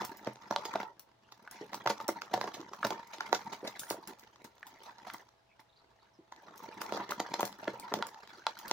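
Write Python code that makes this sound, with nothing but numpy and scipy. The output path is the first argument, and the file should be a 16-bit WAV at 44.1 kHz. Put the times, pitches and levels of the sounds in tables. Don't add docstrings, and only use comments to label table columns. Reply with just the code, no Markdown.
import sys
import numpy as np
from scipy import signal
from scipy.fft import rfft, irfft
from scipy.io import wavfile
from scipy.ndimage import uniform_filter1d

SR = 44100
rng = np.random.default_rng(int(sys.argv[2]) if len(sys.argv) > 2 else 0)


def int16_out(signal):
    q = np.round(np.clip(np.atleast_2d(signal).T, -1, 1) * 32767)
    wavfile.write(sys.argv[1], SR, q.astype(np.int16))


N = 384552
TIME = np.arange(N) / SR

# time in seconds, level in dB.
SWIRL_LEVEL = [(0, -46), (.4, -57), (.6, -45), (.85, -61), (.95, -62.5), (1.22, -66.5), (1.6, -52),
               (3.9, -52), (4.15, -56.5), (4.56, -63), (5.15, -54.5), (5.35, -67.5), (6.27, -66),
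               (6.5, -53), (7.1, -47), (8.1, -54.5), (8.45, -54.5), (8.72, -48)]
# time in seconds, tilt in dB per octave.
DEPTH_TILT = [(0, -0.5), (1.6, -0.5), (3.1, 0), (3.65, 0.5), (5.1, 1.5), (6.2, -0.5), (7.6, -0.5),
              (8.3, 2.5)]
# start in seconds, level in dB, length in ms, tilt in dB per octave.
SLOSHES = [(0, -42.5, 55, -0.5), (0.791, -43.5, 34, 0.5), (1.508, -53, 120, 3.5), (2.41, -45, 77, -2),
           (2.898, -41.5, 49, -3), (3.124, -48, 23, 4), (3.253, -47, 14, 1), (3.448, -46, 25, -3.5),
           (3.517, -38.5, 20, 0), (3.639, -42.5, 41, -0.5), (3.89, -53.5, 104, -4), (4.069, -51, 40, -1.5),
           (4.439, -45.5, 12, -1.5), (4.649, -58.5, 110, -1), (4.83, -53, 67, 0), (5.06, -45.5, 28, -0.5),
           (5.128, -43.5, 18, -1.5), (5.591, -50.5, 2.9, 1), (6.622, -48, 39, 0), (6.805, -52, 27, 7),
           (6.927, -40.5, 44, 1.5), (7.723, -49, 40, -4), (7.959, -46, 106, -5.5)]
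# start in seconds, level in dB, length in ms.
SWELLS = [(0.62, -48.5, 280), (1.98, -50, 100), (2.93, -48, 55), (6.73, -52, 180), (7.74, -52, 170),
          (8.1, -52, 95)]
# centre in Hz, width in Hz, relative level in dB.
HOLLOW_MODES = [(923, 110, 3.5), (1353, 70, -7.5), (1880, 75, -10)]
# pitch in Hz, seconds to fall 60 dB, relative level in dB.
RING_MODES = [(125, .25, -11), (207, .16, -10), (330, .03, -17), (440, .03, -14), (588, .07, -11),
              (730, .035, -17), (900, .052, -8), (1150, .04, -16), (1370, .045, -11), (1680, .03, -21),
              (2010, .05, -14), (3400, .015, -16), (3950, .012, -18)]
# start in seconds, level in dB, thud and crack in dB over the midrange,
# chatter decay time in ms.
KNOCKS = [(0.018, -38, -3, -9, 1.2), (0.2718, -31.5, 8, -13, 2.7), (0.51, -29.5, 1.5, -11, 2.3),
          (0.5243, -34, -7.5, -18, 2.9), (0.653, -37, -2, 1, 7.4), (0.7379, -37.5, -9, -13, 1.7),
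          (0.7565, -28, 2.5, -16, 3.1), (0.801, -38, -6, -19, 2.1), (0.831, -40.5, -2, -11.5, 3.2),
          (1.322, -50, -8, 0, 4.2), (1.7321, -41, -12, -8.5, 1.6), (1.7439, -38, -7, -11, 2.4),
          (1.8615, -27.5, 3, -16, 1.1), (1.874, -27.5, -16.5, -11, 2.3), (1.9002, -28, -1, -5.5, 7.2),
          (2.002, -38.5, -13, -18, 3.8), (2.0886, -27, 3.5, -16, 5), (2.2188, -38.5, -21, -7, 1.1),
          (2.3393, -24.5, -1.5, -11.5, 3.8), (2.3762, -35, 5.5, -13, 3), (2.4127, -31.5, -9, -9.5, 0.37),
          (2.441, -37, 3, -8, 4.6), (2.4762, -37.5, -5.5, -15, 7.7), (2.542, -42.5, -1.5, 5.5, 10),
          (2.7338, -41.5, -13.5, -11, 3.9), (2.8483, -27, 1.5, -6, 4.1), (2.868, -36.5, -6, -10, 4),
          (2.9056, -35, 0, -2.5, 1.8), (3.2068, -32.5, -50, -12.5, 1.3), (3.3285, -21.5, -1.5, -11, 0.76),
          (3.3472, -33, -29.5, 2.5, 9.1), (3.6755, -37, 6.5, 8, 5.1), (3.9082, -32, 3, -19, 0.12),
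          (6.3226, -45, -8, -12.5, 2.7), (6.8168, -37.5, -14, -10, 1.4), (6.923, -32, 3.5, -10, 0.17),
          (6.974, -37, 1, -9, 2.4), (6.999, -36.5, -5.5, -39, 15), (7.108, -37, -7, -10, 2.9),
          (7.12, -32.5, -15.5, -41, 2.2), (7.2007, -29.5, -1.5, -5.5, 2.6), (7.34, -31, -10, -4.5, 2.1),
          (7.394, -31.5, -2.5, -13.5, 4.1), (7.408, -32, -8, -15.5, 0.77), (7.4298, -28, 1.5, -16, 0.1),
          (7.6787, -29.5, 2, -21, 1.5), (7.9217, -34.5, 3, -28, 2.6), (7.939, -28, -0.5, -4, 0.038),
          (7.989, -43, 7, -4, 2), (8.7121, -27, -4, -1, 0.085)]
# start in seconds, level in dB.
SCRAPES = [(0.049, -41.5), (0.17, -54), (0.995, -49), (1.511, -48.5), (1.744, -44), (1.895, -46),
           (2.08, -36), (2.868, -44), (3.794, -39.5), (3.902, -36), (4.074, -45), (4.194, -55.5),
           (4.443, -55), (4.668, -51), (4.834, -57.5), (5.136, -50.5), (6.578, -53.5), (6.815, -43),
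           (7.108, -42), (7.406, -38), (7.452, -38.5), (7.798, -47.5), (8.068, -47.5), (8.589, -47.5),
           (8.68, -45)]
# start in seconds, level in dB, pitch in Hz, crack in dB over the tone.
SNAPS = [(0.562, -27.5, 834, -8), (5.1009, -43, 1610, -15), (8.0253, -31, 1140, -11),
         (8.4674, -26.5, 990, -5)]
# start in seconds, pitch in Hz, level in dB.
PINGS = [(1.24, 3000, -60), (4.75, 2020, -48), (5.49, 2450, -55), (5.69, 3900, -58), (5.76, 4300, -54),
         (5.995, 4150, -58), (6.13, 5450, -61)]
# start in seconds, pitch in Hz, level in dB.
PLOPS = [(1.475, 1490, -46), (1.612, 413, -41.5), (2.594, 380, -44.5), (2.829, 1364, -30.5),
         (3.629, 454, -42), (3.648, 503, -42.5), (3.942, 615, -44), (4.629, 1580, -45), (6.187, 351, -54.5)]
# time in seconds, level in dB.
SLIDE_LEVEL = [(3.62, -84), (3.675, -73), (3.775, -88), (3.8, -43), (3.875, -64), (3.91, -45), (3.99, -90)]
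# frequency in Hz, level in dB before the hum's overall gain.
HUM_PARTIALS = [(120, -78), (660, -77), (840, -79)]
# frequency in Hz, relative gain in dB.
WATER_COLOUR = [(60, -8.5), (200, -3), (550, -5.5), (750, -1.5), (910, 3), (1120, -1), (1370, -0.5),
                (2000, -1), (2500, -5), (3600, -7.5), (6200, -6), (8500, -24.5), (15000, -23.5)]
SHELL_AT_MIC = [(45, -67), (110, -16.5), (200, -10.5), (330, -0.5), (600, -5.5), (1000, -1.5), (1500, -6),
                (2400, -4.5), (3600, 2.5), (6300, 2.5), (8300, -15.5), (13000, -17.5), (15000, -4),
                (17000, -101)]
GRIT_AT_MIC = [(500, -8.5), (2000, -5.5), (6000, 3), (8000, -4), (9500, -3.5), (11500, -2), (13700, -7),
               (14900, 5), (17000, -8.5)]
SAND_AT_MIC = [(3000, -20), (6500, -3), (8700, -11), (9450, 7), (10200, -13), (13700, -16), (14500, 1),
               (15300, -3), (16300, -25)]
AIR_COLOUR = [(30, -16), (62, -2), (90, -5), (120, 0), (160, -9), (850, -4), (1800, -15), (4000, -16),
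              (9000, -31), (15000, -36)]

SLOSH_ATTACK_S, SLOSH_T60_S = 0.011, 0.082
LEFT_RIGHT = np.array([[1], [-1]])
ONSET = SR // 100


def undb(db):
    return 10 ** (np.asarray(db) / 20)


def unit(x):
    return x / np.sqrt(np.mean(x ** 2))


def curve(rows):
    return np.interp(TIME, *np.transpose(rows))


def add(track, s, sound):
    start = int(np.clip(s * SR, 0, N - 1))
    track[..., start:start + sound.shape[-1]] += sound[..., :N - start]


def colour(points, hz):
    corners_hz, db = np.transpose(points)
    return undb(np.interp(np.log(hz + 1), np.log(corners_hz), db))


def tint(x, points):
    return irfft(rfft(x) * colour(points, np.fft.rfftfreq(N, 1 / SR)), N)


def low_cut(x, hz):
    return signal.sosfilt(signal.butter(2, hz, "highpass", fs=SR, output="sos"), x)


def causal(gain):
    cepstrum = irfft(np.log(gain))
    half = len(cepstrum) // 2
    cepstrum[1:half] *= 2
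    cepstrum[half + 1:] = 0
    return np.exp(rfft(cepstrum))


def fade(t, t60):
    return np.exp(-np.log(1000) * t / t60)


def through(x, response):
    return signal.fftconvolve(np.atleast_2d(x), response, axes=1)[:, :N]


def wide(size, split_hz):
    mid, side = rng.standard_normal((2, size))
    hz = np.fft.rfftfreq(size, 1 / SR)
    apart = .5 * hz ** 3 / (hz ** 3 + split_hz ** 3)
    return irfft(rfft(mid) * np.sqrt(1 - apart) + rfft(side) * np.sqrt(apart) * LEFT_RIGHT, size)


def patter(per_second, spread_db):
    lands = rng.random(N) < per_second / SR
    size = np.minimum(rng.exponential(size=N), 4)
    return lands * rng.choice([-1, 1], N) * undb(spread_db * size)


def pan_and_room_ring(t, scatter_db, detune):
    hz, t60, db = np.transpose(RING_MODES)[:, :, None]
    weight, shift = rng.standard_normal((2, len(RING_MODES), 1))
    gain = undb(db + scatter_db * weight) * np.sqrt(2 / SR * np.log(1000) / t60)
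    return np.sum(gain * fade(t, t60) * np.cos(2 * np.pi * hz * (1 + detune * shift) * t), axis=0)


def bubble(hz, cycles, glide):
    t = np.arange(int(cycles / hz * SR) + 2) / SR
    return fade(t, t[-1]) * np.sin(2 * np.pi * hz * t * (1 + glide * t / t[-1]))


def wavelets(rate_hz, depth_db, step_hz=200):
    times = np.arange(0, N / SR, 1 / step_hz)
    memory = np.exp(-rate_hz * 2 * np.pi / step_hz)
    walk = unit(signal.lfilter([1], [1, -memory], rng.standard_normal(len(times))))
    return unit(undb(depth_db * np.clip(np.interp(TIME, times, walk), -2, 2)))


def surge(s, db, hold_s, t60=SLOSH_T60_S):
    height, t = np.zeros(N), np.arange(SR // 2) / SR
    add(height, s, np.minimum(t / SLOSH_ATTACK_S, 1) * fade(np.maximum(t - hold_s, 0), t60))
    return (undb(db) * height) ** 2


def waves(still_db=-72, wake_db=-17, wake_t60=0.15, wake_tilt=1):
    swirl = np.maximum(undb(curve(SWIRL_LEVEL)) - undb(still_db), 0)
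    power = (swirl * wavelets(rate_hz=40, depth_db=4.8)) ** 2 + 1e-12
    tilt = np.zeros(N)
    for s, db, ms, slosh_tilt in SLOSHES:
        slosh = surge(s, db, ms / 1000)
        power += slosh
        tilt += slosh_tilt * slosh
    for s, db, *_ in KNOCKS:
        wake = surge(s, db + wake_db, SLOSH_ATTACK_S, wake_t60)
        power += wake
        tilt += wake_tilt * wake
    return np.sqrt(power), curve(DEPTH_TILT) + tilt / power


def wall_pockets(x, tilt, depth_db=4):
    hz, times, spectra = signal.stft(x, SR, nperseg=512)
    pockets = rng.standard_normal(spectra.shape[1:])
    for _ in range(2):
        pockets = uniform_filter1d(uniform_filter1d(pockets, size=3, axis=0), size=4, axis=1)
    resonances = unit(undb(depth_db * np.clip(unit(pockets), -2, 2)))
    octaves = np.log2(np.clip(hz, 200, 3000) / 900)
    brightness = undb(np.outer(octaves, np.interp(times, TIME, tilt)))
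    shaped = signal.istft(spectra * resonances * brightness, SR)[1][:, :N]
    return low_cut(shaped, 130)


def singing_hollow(flow, ring_db=-8):
    hz = np.fft.rfftfreq(N, 1 / SR)
    gain = sum(undb(db) / (1 + (2 * (hz - centre) / width) ** 2) for centre, width, db in HOLLOW_MODES)
    ring = irfft(rfft(wide(N, split_hz=1300)) * gain, N)
    speed = wavelets(rate_hz=8, depth_db=.25)
    position = np.cumsum(speed / np.mean(speed))
    wandering = unit(np.array([np.interp(position, np.arange(N), channel) for channel in ring]))
    power = (undb(ring_db) * flow) ** 2 + sum(surge(s, db, ms / 1000) for s, db, ms in SWELLS)
    return np.sqrt(power) * wavelets(rate_hz=25, depth_db=4) * wandering


def water(ring_db=1, bubble_count=3800, cycles_at_1khz=19, lag_s=.00013):
    t = np.arange(SR // 10) / SR
    drops = patter(per_second=4000, spread_db=3) + .5 * wide(N, split_hz=700)
    laps = drops + undb(ring_db) * through(drops, pan_and_room_ring(t, scatter_db=-4, detune=0)[None])
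    bubbles = np.zeros((2, N))
    for when, pitch, faintness, life, place in rng.random((bubble_count, 5)):
        hz = 280 * 20 ** pitch
        cycles = cycles_at_1khz * (.5 + life) * np.sqrt(hz / 1000)
        ring = (faintness + .25) ** -.45 * bubble(hz, cycles, glide=.1)
        for channel, side in zip(bubbles, (2 * place - 1, 1 - 2 * place)):
            add(channel, when * N / SR + lag_s * side, ring * (1 - .25 * side))
    lapping = unit(tint(laps, WATER_COLOUR)) * wavelets(rate_hz=70, depth_db=3.5)
    gurgle = unit(tint(bubbles, WATER_COLOUR))
    flow, tilt = waves()
    return flow * wall_pockets((lapping + gurgle) / np.sqrt(2), tilt) + singing_hollow(flow)


def stirred(tries, calm_db=-64):
    when, luck = rng.random((tries, 2)).T * np.array([[N / SR], [1]])
    db = np.interp(when, *np.transpose(SWIRL_LEVEL))
    return np.transpose([when, db, luck])[db > calm_db]


def contact(t, chatter_s, lead_s, creep=0.48):
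    since = t - lead_s
    creeping = creep * (t / lead_s) * min(2 * chatter_s / lead_s, 1)
    grip = np.where(since < 0, creeping, np.exp(-np.abs(since) / chatter_s))
    force = grip * rng.standard_normal(len(t)) / np.sqrt(SR / 1000)
    force[int(lead_s * SR)] += 1
    return force


def squeezed_water(t, thud_db, centre_hz=720, db_per_octave=20, t60=0.012):
    hz = centre_hz * 2 ** np.clip(-thud_db / db_per_octave, -1, 1)
    return unit(fade(t, t60) * np.cos(2 * np.pi * hz * t)) / np.sqrt(len(t))


def taps(over_swirl_db=-0.5, spread_db=2.5, lightest_thud_db=-24, crack_db=-0.5, chatter_ms=1):
    return [(s, db + over_swirl_db + spread_db * (1 - 2 * light),
             lightest_thud_db * light, crack_db, chatter_ms) for s, db, light in stirred(tries=40)]


def knocks(ring_db=-6, squeeze_db=-8, rattle_db=-5.5, thud_hz=600, crack_hz=2200,
           lead_s=.008, bend_s=0.000673, lag_s=.00007, size=8192):
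    out, t, hz = np.zeros((2, N)), np.arange(size) / SR, np.fft.rfftfreq(size, 1 / SR)
    low = 1 / (1 + (hz / thud_hz) ** 6)
    high = 1 - 1 / (1 + (hz / crack_hz) ** 6)
    bands = np.array([low, np.abs(1 - low - high), high])
    tone = colour(SHELL_AT_MIC, hz)
    bending = np.exp(-4j * np.pi * bend_s * np.sqrt(1000 * hz))
    for s, db, thud_db, crack_db, chatter_ms in KNOCKS + taps():
        force = rfft(contact(t, chatter_ms / 1000, lead_s))
        rattle = wide(size, split_hz=1000) * (5 * fade(t, t60=.011) + fade(t, t60=.092))
        ring = undb(ring_db) * pan_and_room_ring(t, scatter_db=2, detune=.02)
        ring += undb(squeeze_db) * squeezed_water(t, thud_db)
        body = force * (.5 + rfft(ring + undb(rattle_db) * unit(rattle) / np.sqrt(size)))
        energy = bands @ np.mean(np.abs(body * tone) ** 2, axis=0)
        hardness = (undb([thud_db, 0, crack_db]) / np.sqrt(energy)) @ bands
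        side = rng.uniform(-1.014, 1) * LEFT_RIGHT
        delay = np.exp(-2j * np.pi * hz * lag_s * side)
        hit = irfft(body * causal(tone * hardness + 1e-9) * bending * delay)
        attack = hit[:, int(lead_s * SR):][:, :ONSET]
        add(out, s - lead_s, hit * undb(db - side / 2) / np.std(attack))
    return out


def grit(scrape_t60=0.081, tick_t60=0.037, drag_db=-16.5, fine_db=-7, spread_db=11, size=4096):
    out, t, hz = np.zeros((2, N)), np.arange(size) / SR, np.fft.rfftfreq(size, 1 / SR)
    tone = causal(colour(GRIT_AT_MIC, hz))
    scraped = [(s, db, scrape_t60) for s, db in SCRAPES]
    dragged = [(s + SLOSH_ATTACK_S, db + drag_db, scrape_t60) for s, db, *_ in SLOSHES]
    fine = [(s, db + fine_db + spread_db * (luck ** 2 - 1), tick_t60)
            for s, db, luck in stirred(tries=140)]
    for s, db, t60 in scraped + dragged + fine:
        clicks = rng.standard_normal(size) ** 3 * (fade(t, t60) + 2 * fade(t, t60 / 10))
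        paths = wide(size, split_hz=1500) * fade(t, t60=.004)
        burst = irfft(rfft(clicks) * rfft(paths) * tone)
        add(out, s, burst * undb(db) / np.std(burst[:, :ONSET]))
    return out


def resonance(hz, centre_hz, octaves):
    return 1 / (1 + np.abs(np.log2((hz + 1) / centre_hz) / octaves) ** 3)


def snaps(crack_hz=3600, ring_db=-1, echo_db=-4, echo_t60=.012, tail_db=-9, tail_t60=0.095, size=8192):
    out, t, hz = np.zeros((2, N)), np.arange(size) / SR, np.fft.rfftfreq(size, 1 / SR)
    for s, db, pitch_hz, crack_db in SNAPS:
        echo, tail = (unit(wide(size, split_hz=1200) * fade(t, t60)) / np.sqrt(size)
                      for t60 in (echo_t60, tail_t60))
        ring = pan_and_room_ring(t, scatter_db=2, detune=.01)
        paths = 1 + rfft(undb(ring_db) * ring + undb(echo_db) * echo + undb(tail_db) * tail)
        tone = resonance(hz, pitch_hz, octaves=0.64)
        crack = undb(crack_db) * resonance(hz, crack_hz, octaves=0.54)
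        hit = irfft(paths * causal(tone + crack))
        add(out, s, hit * undb(db) / np.std(hit[:, :ONSET]))
    return out


def pings(count=12, ring_s=.03, scatter_s=.025):
    out = np.zeros((2, N))
    for s, hz, db in PINGS:
        for late, detune, place in rng.uniform(-1, 1, (count, 3)):
            ring = bubble(hz * (1 + .1 * detune), cycles=hz * ring_s, glide=0)
            gain = undb(db) * (1 + .5 * place * LEFT_RIGHT) / np.sqrt(count)
            add(out, s + scatter_s * (1 + late), gain * ring)
    return out


def plops(spread_octaves=0.29, gap_cycles=2.4, falloff=0.68, count=6):
    out = np.zeros((2, N))
    for s, hz, db in PLOPS:
        run = np.zeros(SR // 10)
        for k, (late, pitch) in enumerate(rng.random((count, 2))):
            ring = bubble(hz * 2 ** (spread_octaves * (2 * pitch - 1)), cycles=14, glide=0.088)
            add(run, (k + late / 2) * gap_cycles / hz, falloff ** k * ring)
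        run = low_cut(run, hz / 2)
        add(out, s, run * undb(db) / np.std(run[:ONSET]))
    return out


def sand():
    grains = np.array([patter(per_second=7000, spread_db=4) for _ in range(2)])
    spurts = wavelets(rate_hz=40, depth_db=2.5)
    sliding = (TIME > SLIDE_LEVEL[0][0]) & (TIME < SLIDE_LEVEL[-1][0])
    return unit(tint(grains, SAND_AT_MIC)) * spurts * undb(curve(SLIDE_LEVEL)) * sliding


def room(x, wet_db=-11, crossover_hz=4000, low_t60=0.1, high_t60=0.11, build_s=0.017):
    t = np.arange(SR // 2) / SR
    echoes = wide(len(t), split_hz=900)
    lows = signal.sosfilt(signal.butter(1, crossover_hz, fs=SR, output="sos"), echoes)
    tail = lows * fade(t, low_t60) + (echoes - lows) * fade(t, high_t60)
    tail *= 1 - np.exp(-(t / build_s) ** 2)
    return x + through(x, undb(wet_db) * unit(tail) / np.sqrt(len(t)))


def room_tone(air_db=-71, hum_gain_db=-1):
    hum = sum(undb(db) * np.sin(2 * np.pi * (hz * TIME + rng.random())) for hz, db in HUM_PARTIALS)
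    air = unit(tint(wide(N, split_hz=140), AIR_COLOUR))
    return undb(air_db) * air + undb(hum_gain_db) * hum


def scene(right_db=.55):
    pan = knocks() + snaps() + grit() + water() + plops() + sand() + pings()
    return room(pan) * undb(-right_db * LEFT_RIGHT) + room_tone()


def record(dry):
    top_hz = 15900
    return signal.sosfilt(signal.ellip(8, .2, 70, top_hz, fs=SR, output="sos"), dry)


dry = scene()
out = record(dry)
int16_out(out)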